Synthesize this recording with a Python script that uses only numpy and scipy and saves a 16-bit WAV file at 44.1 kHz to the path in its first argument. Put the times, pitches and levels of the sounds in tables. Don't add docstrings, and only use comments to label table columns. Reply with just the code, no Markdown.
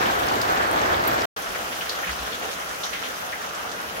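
import sys
import numpy as np
from scipy import signal
from scipy.fft import rfft, irfft
from scipy.io import wavfile
from scipy.ndimage import uniform_filter1d

SR = 44100
rng = np.random.default_rng(int(sys.argv[2]) if len(sys.argv) > 2 else 0)


def inscribe(sig):
    pcm = np.round(np.clip(np.atleast_2d(sig).T, -1, 1) * 32767)
    wavfile.write(sys.argv[1], SR, pcm.astype(np.int16))


N = 176400
T = np.arange(N) / SR


def rain(roar, width, lead, level, drops, drop_share, patch_db, flutter_db):
    frames = dict(nperseg=2048, noverlap=1536)
    hz, t, wash = signal.stft(rng.standard_normal((2, N)), SR, **frames)
    near = signal.stft(drops, SR, **frames)[2]
    share = curve(drop_share, hz)[:, None]
    mid, side = np.sqrt(1 - share) * wash + np.sqrt(share) * near
    ahead = curve(lead, hz)[:, None]
    side = (1j * ahead * mid + np.sqrt(1 - ahead ** 2) * side) * amp(curve(width, hz))[:, None]
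    patches = uniform_filter1d(rng.standard_normal(mid.shape), size=45, axis=0)
    patches = unit(uniform_filter1d(patches, size=6, axis=1))
    flutter = unit(uniform_filter1d(rng.standard_normal(len(t)), size=7))
    times, body_db, treble_db = np.transpose(level)
    body_hz, treble_hz = 1190, 4940
    high = curve([(body_hz, 0), (treble_hz, 1)], hz)[:, None]
    db = (1 - high) * np.interp(t, times, body_db) + high * np.interp(t, times, treble_db)
    db += patch_db * patches + flutter_db * flutter
    colour = unit(amp(curve(roar, hz)))[:, None]
    ears = np.array([mid + side, mid - side]) * colour * amp(db)
    return signal.istft(ears, **frames)[1][:, :N]


def patter(per_s, spread_db, splat_s, echo_s, echo_db):
    out, pitches = np.zeros((2, N)), np.geomspace(400, 14000, 6)
    t = T[:SR // 4]
    splat = np.exp(-2 * t / splat_s) / splat_s
    echo = amp(echo_db) ** 2 * np.exp(-2 * t / echo_s) / echo_s
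    for hz in pitches:
        size = amp(spread_db * np.minimum(rng.exponential(1, N), 4))
        lands = rng.random(N) < per_s / len(pitches) / SR
        power = abs(signal.oaconvolve((size * lands) ** 2, splat + echo)[:N])
        bursts = np.sqrt(power) * rng.standard_normal((2, N))
        out += np.sqrt(hz) * band(bursts, hz, octaves=.9)
    return unit(out)


def rain_at_sink():
    # frequency_hz, relative_db
    roar = [(15, -53), (25, -20.5), (49, -6.5), (91, -3), (148, -7), (349, -2.5), (469, -4.5), (552, -2.5),
            (598, -5.5), (666, 0), (919, -6.5), (1660, -6), (2490, -12), (3170, -13.5), (5280, -20),
            (6050, -20), (9810, -31), (12500, -25), (15500, -28.5)]
    # frequency_hz, side_minus_mid_db
    width = [(40, -17), (130, -12.5), (240, -11.5), (400, -.5), (700, 3), (1000, 7), (1400, 7), (2000, .5),
             (6000, 0), (15000, -1)]
    # frequency_hz, quadrature_share
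    lead = [(100, 0.2), (650, 0.25), (1400, 0.04)]
    # time_s, body_db, treble_db
    level = [(0, -26, -27), (.5, -26.5, -28), (.85, -25, -29), (1.05, -26.5, -27.5), (1.25, -27, -28.5)]
    drops = patter(per_s=2500, spread_db=5, splat_s=.00092, echo_s=.013, echo_db=4)
    return rain(roar, width, lead, level, drops, drop_share=[(300, .34), (2000, .3), (10000, .35)],
                patch_db=.88, flutter_db=.63)


def rain_at_edge():
    # frequency_hz, relative_db
    roar = [(15, -41), (25, -26), (59, -6), (133, -7), (173, -8), (209, -4), (305, -3.5), (368, -5),
            (469, 0), (567, -1), (614, 0.5), (804, -0.5), (895, -4), (1380, -0.5), (1490, -2.5), (2010, -5),
            (2170, -6.5), (3000, -6.5), (4380, -13), (6210, -11.5), (7910, -20), (10600, -18),
            (15500, -20.5)]
    # frequency_hz, side_minus_mid_db
    width = [(40, -9), (130, -10.5), (240, -9.5), (370, -2.5), (700, 0), (1100, 2.5), (1500, 5.5),
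             (2100, 0.5), (3200, 0.5), (6500, 0.3), (10000, -7), (15000, -5.5)]
    # frequency_hz, quadrature_share
    lead = [(100, 0.084), (400, 0.12), (900, 0)]
    # time_s, body_db, treble_db
    level = [(1.36, -32.5, -33.5), (1.8, -34, -32.5), (2.25, -33, -34), (2.7, -35, -34), (3.15, -35.5, -34),
             (3.55, -35, -37), (4, -33.5, -36)]
    drops = patter(per_s=1900, spread_db=3.5, splat_s=.001, echo_s=.021, echo_db=3)
    return rain(roar, width, lead, level, drops, drop_share=[(600, .33), (3000, .55), (10000, .41)],
                patch_db=1.06, flutter_db=.1)


def splashes(rows, correlation, rise_s, grain_db=2):
    out, t = np.zeros((2, N)), T[:8192]
    for start_s, level_db, centre_hz, octaves, decay_s in rows:
        left, right, both, grain = rng.standard_normal((4, len(t)))
        spray = np.sqrt(1 - correlation) * np.array([left, right]) + np.sqrt(correlation) * both
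        spray *= unit(amp(grain_db * unit(uniform_filter1d(grain, size=16))))
        envelope = np.minimum(t / rise_s, 1) * np.exp(-t / decay_s)
        add(out, start_s, amp(level_db) * band(spray * envelope, centre_hz, octaves))
    return out


def tap_water():
    # start_s, level_db, centre_hz, width_octaves, decay_s
    spatters = [(.057, -22, 3000, .15, 0.0033), (.1565, -34, 7000, 1, .003),
                (.1895, -30.5, 12000, .4, .004), (.2653, -29.5, 13000, .45, 0.0043),
                (.2838, -28, 5200, .4, .005), (.335, -34, 13000, .35, .004),
                (.4145, -21.5, 4800, .35, 0.0048), (.4155, -27, 11000, 0.89, 0.0039),
                (.711, -31, 11000, .7, .005), (.815, -28.5, 6300, 0.26, 0.0026),
                (.918, -40.5, 14500, .2, 0.0055), (.9443, -24, 3480, .25, 0.0028),
                (1.05, -38, 12500, .2, .006), (1.076, -23.5, 13500, .4, 0.0076),
                (1.2185, -23, 5000, 0.43, 0.0028)]
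    return shelter(splashes(spatters, correlation=.44, rise_s=.0006), t60_s=.11, wet_db=-8)


def eaves_drips():
    # start_s, level_db, centre_hz, width_octaves, decay_s
    drips = [(1.55, -31.5, 1870, 0.31, 0.015), (1.808, -31.5, 2870, .3, 0.019),
             (1.8922, -25.5, 4300, 0.46, 0.017), (1.984, -42, 6160, 0.16, 0.016),
             (2.0319, -26.5, 1880, .35, 0.018), (2.072, -28, 2300, .5, 0.013),
             (2.0913, -22.5, 1330, 0.91, 0.0094), (2.108, -34, 4030, .6, 0.023),
             (2.322, -33, 3300, .4, .025), (2.4195, -33, 2300, 0.59, 0.021),
             (2.512, -32, 5500, 0.63, 0.0074), (2.6146, -35, 1600, .8, 0.0026),
             (2.8336, -26.5, 3600, 0.38, 0.013), (2.836, -32, 5800, 0.2, 0.034),
             (2.9294, -26, 1900, 0.87, 0.029), (3.0326, -30.5, 2820, 0.41, 0.016),
             (3.052, -33, 2970, 0.53, .02), (3.326, -26, 1850, .25, 0.017), (3.424, -36, 4200, 0.71, 0.008),
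             (3.547, -33.5, 6000, 0.44, .008), (3.715, -31, 4430, 0.65, 0.0087)]
    return shelter(splashes(drips, correlation=.13, rise_s=.0019), t60_s=.14, wet_db=-4)


def thuds(rise_s=.035):
    # start_s, level_db, pitch_hz
    bumps = [(1.47, -46, 42), (2.075, -34.5, 64), (2.185, -37, 59)]
    out, t = np.zeros((2, N)), T[:SR // 2]
    swell = (t / rise_s * np.exp(1 - t / rise_s)) ** 2
    for start_s, level_db, pitch_hz in bumps:
        add(out, start_s, amp(level_db) * (swell * np.sin(2 * np.pi * pitch_hz * t))[None])
    knock_s, knock_db, knock_hz, decay_s = 2.066, -37, 180, .018
    knock = np.exp(-t / decay_s) * np.sin(2 * np.pi * knock_hz * t)
    add(out, knock_s, amp(knock_db) * knock[None])
    return out


def low_hum():
    hum, drone = rng.standard_normal((2, N))
    return amp(-62) * band(hum, hz=61.4, octaves=.12) + amp(-54.5) * band(drone, hz=183.6, octaves=.17)


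def shelter(x, t60_s, wet_db):
    t = T[:SR // 2]
    reflections = rng.standard_normal((2, len(t))) * (rng.random((2, len(t))) < .1) * (t > .004)
    tail = reflections * np.exp(-np.log(1000) * t / t60_s)
    return x + amp(wet_db) * signal.fftconvolve(x, tail / np.linalg.norm(tail[0]), axes=1)[:, :N]


def band(x, hz, octaves):
    f = np.fft.rfftfreq(x.shape[-1], 1 / SR)
    bell = 1 / (1 + (np.log2((f + 1) / hz) / octaves) ** 2 / 2) ** 2
    return irfft(rfft(x) * unit(bell), x.shape[-1])


def amp(db):
    return 10 ** (np.asarray(db) / 20)


def unit(x):
    return x / np.sqrt(np.mean(x ** 2) + 1e-20)


def curve(points, hz):
    f, value = np.transpose(points)
    return np.interp(np.log(hz + 1), np.log(f), value)


def add(mix, start_s, sound):
    part = mix[:, round(start_s * SR):][:, :sound.shape[1]]
    part += sound[:, :part.shape[1]]


def scene():
    sink_end_s, edge_start_s, fade_s = 1.254, 1.364, .002
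    sink = rain_at_sink() + tap_water()
    edge = rain_at_edge() + eaves_drips() + thuds() + low_hum()
    fade_out = np.clip((sink_end_s + fade_s - T) / fade_s, 0, 1)
    fade_in = np.clip((T - edge_start_s + fade_s / 2) / fade_s, 0, 1)
    return sink * fade_out + edge * fade_in


def record(dry):
    cutoff_hz = 15830
    lowpass = signal.firwin(511, cutoff_hz, window=("kaiser", 9), fs=SR)
    return signal.oaconvolve(dry, lowpass[None], "same")


dry = scene()
out = record(dry)
inscribe(out)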